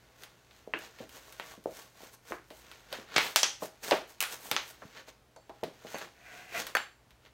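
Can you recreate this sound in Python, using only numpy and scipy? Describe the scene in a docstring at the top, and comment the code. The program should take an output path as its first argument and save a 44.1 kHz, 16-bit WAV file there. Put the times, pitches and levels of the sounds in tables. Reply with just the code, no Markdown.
"""Beside a desk in a small room, gloved hands pry open a stiff, clear plastic blister pack.
The shell buckles: small panels jump with sharp snaps, broad ones with hollow pops, and each pulse
spreads through the sheet as bending waves. Between them, stick-slip friction makes the plastic rub
and crinkle. The metal dish inside scrapes out of its hollow, knocks against the shell and rings
faintly as it comes free. Quiet room air and a low hum lie underneath."""
import sys
import numpy as np
from scipy import signal
from scipy.fft import rfft, irfft
from scipy.io import wavfile
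from scipy.ndimage import map_coordinates

SR = 44100
rng = np.random.default_rng(int(sys.argv[2]) if len(sys.argv) > 2 else 0)


def master_out(mix):
    """Clip the mix to full scale and print it as 16-bit PCM to the path in sys.argv[1]."""
    frames = np.transpose(np.atleast_2d(mix))
    ceiling = np.clip(frames, -1, 1)
    pcm = np.round(ceiling * 32767).astype(np.int16)
    wavfile.write(sys.argv[1], SR, pcm)


N = 323253
TIME = np.arange(N) / SR
SIZE = 16384  # samples in an impulse response
HZ = np.maximum(np.fft.rfftfreq(SIZE, 1 / SR), 1)
AGE = np.arange(SIZE) / SR
FADE_OUT = np.clip((AGE[-1] - AGE) * 10, 0, 1)  # closes a response over its last 0.1 s
RING_Q = 5.25  # quality factor of the panels and of the dish's hand-damped rim


def undb(db):
    """Decibels to amplitude ratio."""
    return 10 ** (np.asarray(db) / 20)


def curve(points, hz):
    """Linear interpolation on a log-frequency axis."""
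    f, value = np.transpose(points)
    return np.interp(np.log(hz), np.log(f), value)


def unit(x):
    """Normalisation to rms 1."""
    return x / np.sqrt(np.mean(x ** 2))


def add(out, start_s, x):
    """Superposition: x joins out from start_s on."""
    i = max(int(start_s * SR), 0)
    out[i:i + len(x)] += x[:N - i]


def through(x, response):
    """Convolution, cut to the length of x."""
    return signal.fftconvolve(x, response)[:len(x)]


def minimum_phase(gain):
    """Minimum phase gives the most compact causal pulse with this gain over HZ."""
    cepstrum = irfft(np.log(gain + 1e-6))
    cepstrum[1:SIZE // 2] *= 2
    cepstrum[SIZE // 2 + 1:] = 0
    return irfft(np.exp(rfft(cepstrum)))


def whiten(response, share=0.45):
    """Spectral whitening: unit power in broad bands, with the finer resonances kept."""
    cumulative = np.cumsum(np.abs(rfft(response)) ** 2)
    low = np.maximum(HZ * (1 - share) - 50, 1)
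    high = np.minimum(HZ * (1 + share) + 50, SR / 2)
    in_band = np.interp(high, HZ, cumulative) - np.interp(low, HZ, cumulative)
    power = in_band / (high - low) * SR / SIZE
    return through(response, minimum_phase(1 / np.sqrt(power)))


def resonance(hz, width):
    """Gain of a damped resonator, 1 at its centre."""
    return 1 / np.sqrt(1 + (hz / width * (HZ / hz - hz / HZ)) ** 2)


def reflections(t60):
    """Dense reflections merge into exponentially decaying noise of unit energy."""
    return unit(rng.standard_normal(SIZE) * undb(-60 * AGE / t60)) / np.sqrt(SIZE)


def waver(hz):
    """Random modulation: low-passed noise of rms 1."""
    return unit(irfft(rfft(rng.standard_normal(SIZE)) / (1 + (HZ / hz) ** 2)))


def background(air_db=-65.5):
    """Noise floor: room air as steady coloured noise, with a low pure-tone hum."""
    # Each row: frequency in Hz, relative level in dB.
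    air_spectrum = [(25, -15), (55, 9.5), (85, -1), (650, -6), (5000, -19.5), (10400, -25.5),
                    (15500, -27.5)]
    # Each row: frequency in Hz, rms level in dB.
    hum_tones = [(120, -73)]
    air = unit(through(rng.standard_normal(N), minimum_phase(undb(curve(air_spectrum, HZ)))))
    hum = sum(np.sqrt(2) * undb(db) * np.sin(2 * np.pi * hz * TIME) for hz, db in hum_tones)
    return undb(air_db) * air + hum


def room(wet_db, gap_s=0.0016, absorb_hz=9000, wall_s=0.01, wall_spread_s=0.0012, wall_db=-9):
    """Reverberation: direct sound, then a tail dulled by absorption, new for each position of the pack."""
    # Each row: frequency in Hz, time to decay by 60 dB in seconds.
    decay_times = [(500, 0.26), (12000, 0.32)]
    band_hz, band_t60 = np.transpose(decay_times)
    shares = [curve(list(zip(band_hz, row)), HZ) for row in np.eye(len(band_hz))]
    spectrum = sum(np.sqrt(share) * rfft(reflections(t60)) for share, t60 in zip(shares, band_t60))
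    tail = irfft(spectrum / np.hypot(1, (HZ / absorb_hz) ** 2))
    near_walls = 1 + undb(wall_db) * np.exp(-((AGE - wall_s) / wall_spread_s) ** 2)
    onset = np.clip(AGE / gap_s - 1, 0, 1)
    response = undb(wet_db) * tail * near_walls * onset * FADE_OUT
    response[0] += 1
    return response


def blister(depth):
    """Cavity resonance: the hollow shell lifts the frequencies near its modes."""
    # Each row: frequency in Hz, bandwidth in Hz, relative level in dB.
    modes = [(503, 5.3, -10.5), (534, 23, -4), (632, 22, 5.5), (813, 7.3, 9)]
    return 1 + depth * sum(undb(db) * resonance(hz, width) ** 2 for hz, width, db in modes)


def slips(per_s, scatter_db, smooth_db):
    """Stick-slip friction: random impulses of very uneven size over a smooth sliding hiss."""
    size = undb(scatter_db * np.minimum(rng.exponential(size=N), 4))
    grains = (rng.random(N) < per_s / SR) * size * rng.choice([-1, 1], N)
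    return unit(unit(grains) + undb(smooth_db) * rng.standard_normal(N))


def stroke(peak_s, swell_s, fade_s, drop_db=21.5, roundness=1.444):
    """Envelope of sliding speed: 1 at the peak, drop_db lower swell_s before and fade_s after."""
    away = np.maximum((peak_s - TIME) / swell_s, (TIME - peak_s) / fade_s)
    return undb(-drop_db * np.minimum(away, 10) ** roundness)


def radiate(force, gain):
    """Source and filter: friction sounds through the plastic and the room, a response of unit energy."""
    response = through(minimum_phase(gain), whiten(room(wet_db=-5.5)))
    return through(force, unit(response) / np.sqrt(SIZE))


def rubbing(grip_fizz_db=-11, body_db=-2):
    """Friction on plastic and glove rasps, hisses, drums on the shell and fizzes at its finest creases."""
    # The gloves never rest. Each row: time in seconds, rustle level in dB.
    grip_levels = [(0, -67.5), (2.3, -75.5), (4.9, -62), (5.3, -82), (5.7, -64.5), (7.0, -80)]
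    # Each row: peak time, swell and fade in seconds, rasp level in dB, fizz level in dB.
    strokes = [(0.236, 0.094, 0.037, -57.5, -62), (0.57, 0.14, 0.14, -65, -74),
               (0.84, 0.11, 0.091, -51, -62), (1.025, 0.16, 0.069, -56.5, -69),
               (1.165, 0.093, 0.063, -52.5, -57.5), (1.27, 0.24, 0.17, -59, -64),
               (1.515, 0.32, 0.084, -54, -61), (1.785, 0.15, 0.14, -53, -56),
               (2.04, 0.14, 0.11, -54.5, -60.5), (2.141, 0.032, 0.023, -56.5, -55),
               (2.3, 0.07, 0.1, -53, -58), (2.58, 0.16, .09, -63, -62), (2.71, 0.27, 0.33, -59, -69),
               (2.949, 0.085, 0.13, -48.5, -64.5), (3.156, 0.096, 0.1, -45, -83),
               (3.24, 0.084, 0.15, -44, -46.5), (3.631, 0.033, 0.066, -47, -48),
               (3.837, 0.018, 0.15, -44, -48.5), (3.895, 0.078, 0.12, -44, -46.5),
               (4.1, 0.032, 0.056, -56.5, -56.5), (4.332, 0.064, 0.043, -43, -45),
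               (4.47, 0.13, 0.092, -50.5, -49.5), (4.7, 0.14, 0.05, -56.5, -55),
               (4.984, 0.077, 0.055, -49.5, -85), (5.087, 0.021, 0.027, -50, -60.5),
               (5.93, 0.15, 0.16, -52, -59), (6.02, 0.036, 0.076, -48.5, -65), (6.38, 0.23, 0.2, -55, -65),
               (6.575, 0.094, 0.12, -43.5, -52), (6.6, 0.055, 0.043, -38, -45.5),
               (6.67, .025, 0.074, -49.5, -59), (7.27, 0.071, 0.027, -60, -94)]
    # Four friction spectra. Each row: frequency in Hz, relative level in dB.
    rasp_spectrum = [(600, -46), (1400, 13.5), (2400, 7.5), (4500, 4.5), (9000, -24)]
    hiss_spectrum = [(2400, -9.5), (4200, -0.5), (6500, 4), (9500, -22)]
    body_spectrum = [(70, -16), (135, -3), (190, -3.5), (450, 2.5), (1100, 0.5), (2200, -22)]
    fizz_spectrum = [(5000, -26), (8000, 12), (10500, 9.5), (13500, 11.5), (16000, 6.5)]
    grip = undb(np.interp(TIME, *np.transpose(grip_levels)))
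    rasp, fizz = grip, grip * undb(grip_fizz_db)
    for peak_s, swell_s, fade_s, rasp_db, fizz_db in strokes:
        speed = stroke(peak_s, swell_s, fade_s)
        rasp = np.hypot(rasp, undb(rasp_db) * speed)
        fizz = np.hypot(fizz, undb(fizz_db) * speed)
    fine = slips(per_s=1300, scatter_db=4.5, smooth_db=0.5)
    coarse = slips(per_s=450, scatter_db=4.0, smooth_db=-2.5)
    bright = fizz / (fizz + rasp)  # the finer the creases, the more of the rasp turns to hiss
    return (radiate(fine * rasp * np.sqrt(1 - bright), undb(curve(rasp_spectrum, HZ)) * blister(0.13))
            + radiate(fine * rasp * np.sqrt(bright), undb(curve(hiss_spectrum, HZ)))
            + radiate(coarse * rasp * undb(body_db), undb(curve(body_spectrum, HZ)) * blister(0.3))
            + radiate(fine * fizz, undb(curve(fizz_spectrum, HZ))))


def dish_scrapes(hollow_width_hz=29, hollow_db=6, rise_per_s=0.23):
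    """Forced vibration: slips drive the dish and the air behind it, and the pitch climbs as it slides."""
    # Each row: peak time, swell and fade in seconds, level in dB, the hollow's pitch at the peak in Hz.
    scrapes = [(5.951, 0.022, 0.09, -44, 586), (6.319, 0.18, 0.47, -51.5, 710),
               (6.562, 0.05, 0.046, -34.5, 683)]
    # Each row: frequency and bandwidth at a scrape's peak in Hz, relative level in dB.
    resonances = [(1550, 210, 1), (1980, 140, 2.5), (2420, 160, -0.5), (2640, 160, -2)]
    out = np.zeros(N)
    metal = np.sqrt(sum((undb(db) * resonance(hz, width)) ** 2 for hz, width, db in resonances))
    for peak_s, swell_s, fade_s, db, hollow_hz in scrapes:
        gain = np.hypot(metal, undb(hollow_db) * resonance(hollow_hz, hollow_width_hz))
        steady = unit(through(slips(per_s=800, scatter_db=3.0, smooth_db=-3.0), minimum_phase(gain)))
        warped_s = TIME + rise_per_s * (TIME - peak_s) ** 2 / 2
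        climbing = map_coordinates(steady, [warped_s * SR], mode="mirror")
        out += undb(db) * stroke(peak_s, swell_s, fade_s) * climbing
    return radiate(out, np.ones(len(HZ)))


def jump_spectrum(low_hz, edge_hz, treble_db):
    """Radiation from a small panel: little bass, an upper edge set by its speed, a treble shelf above."""
    radiation = (HZ / low_hz) ** 2 / np.sqrt(1 + (HZ / low_hz) ** 4)
    return radiation * np.sqrt(1 / (1 + (HZ / edge_hz) ** 8) + undb(treble_db) ** 2)


def sheet(gain, delay_s, rattle_db, rattle_t60, wet_db):
    """Dispersion: bending waves cross the sheet treble first, rebound from its edges and fill the room."""
    bending = np.exp(-4j * np.pi * delay_s * np.sqrt(1000 * HZ))  # delay_s is the group delay at 1 kHz
    pulse = irfft(rfft(minimum_phase(gain)) * bending) * FADE_OUT
    rebounds = undb(rattle_db) * reflections(rattle_t60)
    gathered_db = 10 * np.log10(1 + undb(rattle_db) ** 2)  # pulse and rebounds both feed the room
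    return through(pulse, whiten(rebounds + room(wet_db + gathered_db)))


def dish_knocks(rim_hz=1580, waver_depth=0.95):
    """Free vibration after impact: the rim clanks, then the metal's modes waver in the loose grip."""
    # Each row: start in seconds, clank level in dB, upper edge in Hz, ring level in dB.
    knocks = [(5.362, -28, 7740, -70), (5.944, -19, 3000, -55.5), (6.751, 14.5, 2130, -47),
              (6.7681, 9, 3220, -64.5)]
    # Each row: frequency in Hz, relative level in dB, time to decay by 60 dB in seconds.
    modes = [(4360, 3, 0.12), (4500, 9.5, 0.1), (6350, 5, 0.12), (7290, -5, 0.36), (7440, -7, 0.35)]
    out = np.zeros(N)
    rim = 1 + resonance(rim_hz, rim_hz / RING_Q) ** 2
    for start_s, clank_db, edge_hz, ring_db in knocks:
        gain = jump_spectrum(low_hz=602, edge_hz=edge_hz, treble_db=-23) * rim
        clank = sheet(gain, delay_s=0.00077, rattle_db=10, rattle_t60=0.02, wet_db=-4.0)
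        add(out, start_s, undb(clank_db) * clank)
        for hz, db, t60 in modes:
            ring = undb(ring_db + db - 60 * AGE / t60) * np.sin(2 * np.pi * hz * AGE)
            ring *= 1 + waver_depth * waver(hz=71)
            add(out, start_s, through(ring, room(wet_db=-5)) * FADE_OUT)
    return out


def crease_ticks():
    """Local buckling: single creases flick over with tiny bright ticks."""
    # Each row: start in seconds, level in dB, treble shelf in dB.
    flicks = [(0.2353, -12, -11), (0.51, -22.5, -36), (0.789, -26, 1.5), (0.987, -15.5, -22),
              (1.093, -20.5, -7), (1.325, -19, -5.5), (1.64, -30, -2), (2.504, -16, -17),
              (2.7149, -13, -16), (3.2662, -0.5, -40), (5.495, -22, -19), (5.636, -6, -16),
              (5.869, -13, -25), (5.9845, -11, -9), (6.668, -6.5, -8), (7.107, -24.5, -14)]
    out = np.zeros(N)
    for start_s, db, treble_db in flicks:
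        gain = jump_spectrum(low_hz=850, edge_hz=4180, treble_db=treble_db)
        tick = sheet(gain, delay_s=0.00075, rattle_db=-1, rattle_t60=0.057, wet_db=-1.0)
        add(out, start_s, undb(db) * tick)
    return out


def panel_pops():
    """Panel-cavity coupling: broad panels pop or are bumped and sound the hollow; some shudder."""
    # Each row: start in seconds, level in dB, low corner and upper edge in Hz, relative shudder in dB.
    pops = [(0.675, 5.5, 400, 535, -21), (1.003, 5.5, 223, 550, 31), (1.577, 1, 266, 347, -1),
            (1.658, 20, 524, 560, -32), (2.033, -3, 440, 536, -23), (2.307, 5, 265, 513, 22),
            (2.508, -4, 245, 790, -0.5), (2.938, -6, 390, 3070, 23), (2.986, 6, 322, 393, -8),
            (3.621, 9, 288, 890, 32), (3.9175, 29.5, 555, 654, 4), (4.82, -6, 240, 1700, 13),
            (4.851, 1, 120, 229, -18), (5.362, -2, 700, 790, 4), (5.494, -1, 343, 960, 9.5),
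            (5.631, 13.5, 218, 694, 1.5), (5.848, 0, 218, 700, 16), (5.944, 4.5, 202, 1090, 5),
            (6.013, -5, 346, 2360, 5)]
    out = np.zeros(N)
    for start_s, db, low_hz, edge_hz, shudder_db in pops:
        gain = jump_spectrum(low_hz, edge_hz, treble_db=-60) * blister(depth=0.67)
        pop = sheet(gain, delay_s=0.00043, rattle_db=shudder_db, rattle_t60=0.1, wet_db=-4.5)
        add(out, start_s, undb(db) * pop)
    return out


def shell_snaps():
    """Snap-through buckling: each crack, clean or chattering, rings the panel that gave way."""
    # Each row: start in seconds, level in dB, low corner and upper edge in Hz, treble shelf in dB,
    # relative chatter in dB, and the panel's modes as pairs of frequency in Hz and strength in dB.
    snaps = [(0.7368, 4, 263, 2550, -52, 2, [(328, 11.5), (1620, 5), (2700, 8)]),
             (1.398, 0, 330, 2940, -26, 1, []), (2.3212, 5.5, 606, 1810, -39, -21, [(330, 17.5)]),
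             (2.9267, -3, 515, 4500, -13.5, 14, [(563, 13)]), (3.1607, 9, 503, 2600, -35, 4, []),
             (3.1633, 11.5, 161, 5760, -44, 0, [(2200, 8.5)]), (3.1811, 14.5, 383, 3870, -23, -9, []),
             (3.3599, 15, 605, 7000, -9.5, -1, [(760, -7)]), (3.4316, 10, 470, 6300, -25.5, 1, [(3200, 1.5),
             (6000, 8)]), (3.9106, 7.5, 480, 4970, -38, -1, [(900, 7)]), (3.921, 12, 420, 2980, -47, 6, []),
             (4.2052, 1, 1550, 3330, -1, 5, [(2600, 4)]), (4.2134, 0.5, 885, 3800, -5, 0, []),
             (4.2261, -0.5, 516, 3800, -4, -2, [(1400, 5.5)]), (4.2379, 0.5, 900, 4200, -13, 7, []),
             (4.514, 7.5, 193, 4520, -11, 4, []), (4.5647, 10, 830, 3800, -51, -8, [(6300, 9.5)])]
    out = np.zeros(N)
    for start_s, db, low_hz, edge_hz, treble_db, chatter_db, modes in snaps:
        panel = 1 + sum(undb(mode_db) * resonance(hz, hz / RING_Q) ** 2 for hz, mode_db in modes)
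        gain = jump_spectrum(low_hz, edge_hz, treble_db) * panel * blister(depth=0.15)
        crack = sheet(gain, delay_s=0.0006, rattle_db=chatter_db, rattle_t60=0.017, wet_db=-1.5)
        add(out, start_s, undb(db) * crack)
    return out


def scene():
    """Superposition: plastic, dish and room air sum in one channel."""
    plastic = shell_snaps() + panel_pops() + crease_ticks() + rubbing()
    return (plastic + dish_knocks() + background() + dish_scrapes())[None]


def record(dry, ceiling=0.5, top_hz=15800):
    """Soft saturation rounds the tallest peaks; a steep low-pass cuts the highest treble."""
    rounded = ceiling * np.tanh(dry / ceiling)
    return signal.sosfilt(signal.ellip(10, 0.2, 70, top_hz, fs=SR, output="sos"), rounded)


dry = scene()
out = record(dry)
master_out(out)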